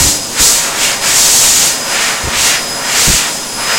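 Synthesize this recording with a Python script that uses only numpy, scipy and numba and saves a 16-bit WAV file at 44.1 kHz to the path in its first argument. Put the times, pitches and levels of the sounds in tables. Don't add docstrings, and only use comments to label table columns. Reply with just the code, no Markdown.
import sys
import numpy as np
from scipy import signal
from scipy.fft import rfft, irfft
from scipy.io import wavfile
from scipy.ndimage import uniform_filter1d
from numba import njit

SR = 44100
rng = np.random.default_rng(int(sys.argv[2]) if len(sys.argv) > 2 else 0)


def waveform_to_disk(signal):
    frames = np.transpose(np.atleast_2d(signal))
    scaled = np.clip(frames, -1, 1) * 32767
    samples = np.round(scaled).astype(np.int16)
    wavfile.write(sys.argv[1], SR, samples)


N = 166698


def undb(db):
    return 10 ** (np.asarray(db) / 20)


def unit(x):
    return x / np.sqrt(np.mean(x ** 2))


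def curve(rows, axis=1):
    rows = np.array(rows)
    return np.interp(np.arange(N) / SR, rows[:, 0], rows[:, axis])


def walk(rate):
    hold = int(SR / rate)
    steps = np.repeat(rng.standard_normal(N // hold + 1), hold)
    smooth = uniform_filter1d(uniform_filter1d(steps, hold), hold)
    return unit(smooth[:N])


def noise(colour):
    hz, db = np.array(colour).T
    f = np.maximum(np.fft.rfftfreq(N, 1 / SR), 1)
    gain = undb(np.interp(np.log(f), np.log(hz), db))
    return unit(irfft(rfft(rng.standard_normal(N)) * gain, N))


def contact(db, onset_db):
    return np.sqrt(np.maximum(undb(db) ** 2 - undb(onset_db) ** 2, 0))


def jet():
    # [dB per Hz, relative]
    jet_colour = [(25, -3), (80, -10), (130, 0), (300, 1.5), (470, -4), (620, 0.5), (1000, -4), (1800, -10),
                  (4200, -8), (6800, -4), (8400, -8), (10000, -12), (13000, -20), (16000, -21)]
    return undb(-22) * noise(jet_colour)


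def skin():
    # [dB, before onset and trim]
    skin_hiss = [(0.0, -10.5), (0.09, -12), (0.19, -23), (0.31, -23), (0.37, -21.5), (0.41, -8.5),
                 (0.46, -8.5), (0.59, -13.5), (0.61, -17), (0.74, -23.5), (0.84, -13), (1.0, -24.5),
                 (1.07, -12.5), (1.13, -15), (1.17, -9), (1.35, -9.5), (1.36, -8), (1.66, -10.5),
                 (1.78, -22.5), (1.84, -22.5), (2.07, -17.5), (2.17, -23), (2.33, -23), (2.4, -13.5),
                 (2.44, -12.5), (2.54, -17.5), (2.58, -23), (2.81, -24.5), (2.94, -18.5), (2.99, -12.5),
                 (3.17, -11), (3.23, -20), (3.43, -23.5), (3.57, -24), (3.78, -18.5)]
    # [dB per Hz, relative]
    skin_colour = [(40, -13), (150, -13.5), (700, -12), (1500, -12.5), (2800, -11.5), (4300, -5),
                   (5600, -3), (6800, 0), (7800, -1), (9300, -8.5), (13000, -16), (16000, -19)]
    onset_db, trim_db = -25, 2.5
    sizzle_edge_hz, sizzle_db = 9000, 1
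    force = contact(curve(skin_hiss), onset_db) * undb(trim_db)
    hiss = noise(skin_colour)
    high_pass = signal.butter(2, sizzle_edge_hz, "high", fs=SR, output="sos")
    sizzle = signal.sosfilt(high_pass, noise(skin_colour))
    return force * (hiss + sizzle * force * undb(sizzle_db))


@njit
def resonate(x, hz, k):
    y, band, low = np.empty(len(x)), 0., 0.
    for i in range(len(x)):
        g = np.tan(np.pi * hz[i] / SR)
        v = (band + g * (x[i] - low)) / (1 + g * (g + k))
        band, low = 2 * v - band, low + 2 * g * v
        y[i] = k * v
    return y


def palm():
    # time_s [s], level_db [dB, before onset and trim], resonance_hz [Hz]
    palm_roar = [(0.0, -18.5, 2100), (0.13, -27.5, 2570), (0.22, -27, 1260), (0.26, -29.5, 1720),
                 (0.33, -27, 1220), (0.4, -15.5, 1830), (0.45, -28, 2890), (0.59, -19.5, 2120),
                 (0.73, -22.5, 1140), (0.85, -13.5, 2800), (0.94, -19, 1660), (1.01, -24, 1622),
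                 (1.04, -15, 1900), (1.37, -24.5, 3140), (1.42, -18, 2570), (1.66, -18, 2850),
                 (1.81, -25, 1200), (1.98, -15, 1806), (2.07, -14.5, 1900), (2.24, -23.5, 1200),
                 (2.28, -20.5, 1120), (2.38, -15, 2440), (2.47, -15.5, 2610), (2.55, -14, 2070),
                 (2.62, -24.5, 1404), (2.71, -24.5, 1320), (2.78, -23.5, 926), (2.96, -15.5, 2270),
                 (3.21, -16, 2660), (3.31, -23, 1190), (3.34, -27, 1700), (3.55, -26.5, 1010),
                 (3.63, -19.5, 1340), (3.78, -14, 1860)]
    onset_db, air_db, air_width, air_top_hz = -28, 1, 0.97, 6900
    body_hz, body_width, body_db, body_power = 726.0, 0.48, -16.5, 0.62
    hz = np.clip(curve(palm_roar, axis=2), 300, 6000)
    force = contact(curve(palm_roar), onset_db)
    air = resonate(rng.standard_normal(N), hz, air_width) / np.sqrt(hz)
    air = signal.sosfilt(signal.butter(2, air_top_hz, fs=SR, output="sos"), air)
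    body = resonate(rng.standard_normal(N), np.full(N, body_hz), body_width)
    roar = unit(air) * force * undb(air_db)
    return roar + unit(body) * force ** body_power * undb(body_db)


def motor():
    # time_s [s], blade_tone_hz [Hz]
    whine_pitch = [(0, 5028), (.55, 5024), (.85, 5040), (1.5, 5020), (2.1, 5030), (2.75, 5037),
                   (3.15, 5050), (3.5, 5054), (3.78, 5050)]
    # [dB rms, before the level curve]
    orders = [(1, -38.5), (9, -26.5), (12, -42), (18, -35), (22, -54), (24, -45.5), (27, -55)]
    # time_s [s], gain_db [dB]
    whine_level = [(0, -3), (.15, 2), (.33, -5), (.5, 0), (.72, -9), (.93, 1.5), (1.25, -1), (1.5, -7),
                   (1.9, 2), (2.25, -5), (2.55, -4), (2.66, 3.5), (2.82, 3.5), (3.1, -5), (3.35, -3),
                   (3.55, 1), (3.78, 5)]
    blades, speed_jitter, jitter_per_s = 9, .0005, 59.6
    waver_db, waver_per_s = 1.2, 11.97
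    scatter, scatter_per_s = 0.033, 45
    shaft_hz = curve(whine_pitch) / blades * (1 + speed_jitter * walk(jitter_per_s))
    turns = np.cumsum(shaft_hz) / SR
    whine = 0
    for order, db in orders:
        path = 1 + scatter * order * (walk(scatter_per_s) + 1j * walk(scatter_per_s))
        tone = np.real(path * np.exp(2j * np.pi * (round(order) * turns + rng.random())))
        whine = whine + undb(db) * unit(tone * undb(waver_db * walk(waver_per_s)))
    return whine * undb(curve(whine_level))


def gusts():
    # start_s [s], length_s [s, up to the release], level_db [dB], upper_edge_hz [Hz]
    gust_hits = [(0.003, 0.017, -12.5, 170), (0.023, .07, -18, 260), (.398, 0.02, -15.5, 110),
                 (2.235, 0.016, -17.5, 130), (2.269, 0.013, -16.5, 300), (2.346, 0.099, -30.5, 90),
                 (3.071, .014, -8.5, 110), (3.093, .016, -11.5, 250), (3.131, 0.017, -16, 100)]
    # [dB per Hz, relative]
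    gust_colour = [(20, -5.5), (50, 1), (110, 0.5), (180, -3), (300, -3), (600, -8.5), (2000, -20)]
    attack_s, release_s = 0.0046, 0.012
    t = np.arange(N) / SR
    buffet = 0
    for start, length, db, edge_hz in gust_hits:
        rise = np.clip((t - start) / attack_s, 0, 1)
        push = rise * np.exp(-np.maximum(t - start - length, 0) / release_s)
        rumble = signal.sosfilt(signal.butter(1, edge_hz, fs=SR, output="sos"), noise(gust_colour))
        eddies = push * rumble
        buffet = buffet + undb(db) * eddies * np.linalg.norm(push) / np.linalg.norm(eddies)
    return buffet


def boom():
    # start_s [s], pitch_hz [Hz], level_db [dB, at the start], t60_s [s to fall 60 dB]
    boom_tones = [(.01, 82.4, -21, 0.57), (.052, 294.7, -17, 0.47)]
    t = np.arange(N) / SR
    ring = 0
    for start, hz, db, t60 in boom_tones:
        age = np.maximum(t - start, 0)
        ring = ring + undb(db - 60 * age / t60) * np.sin(2 * np.pi * hz * age)
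    return ring


def washroom(x):
    t60_s, tail_db, tile_db = 0.57, -8.5, -13
    t = np.arange(SR) / SR
    tail = rng.standard_normal(SR) * np.exp(-np.log(1000) * t / t60_s) * (t > .008)
    response = undb(tail_db) * tail / np.linalg.norm(tail)
    tiles = (rng.uniform(.002, .018, size=5) * SR).astype(int)
    response[tiles] += undb(tile_db) / 2
    response[0] = 1
    return signal.fftconvolve(x, response / np.linalg.norm(response))[:N]


def scene():
    flutter_db, flutter_per_s = 1.01, 27
    rush = jet()
    hand = skin() + palm()
    buffet = gusts()
    air = washroom(rush + hand * undb(flutter_db * walk(flutter_per_s)))
    return np.tile(air + motor() + buffet + boom(), (2, 1))


def record(dry, ceiling=0.76):
    top_hz = 15800
    held = dry / (1 + (dry / ceiling) ** 6) ** (1 / 6)
    return signal.sosfilt(signal.ellip(12, .1, 80, top_hz, fs=SR, output="sos"), held)


dry = scene()
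out = record(dry)
waveform_to_disk(out)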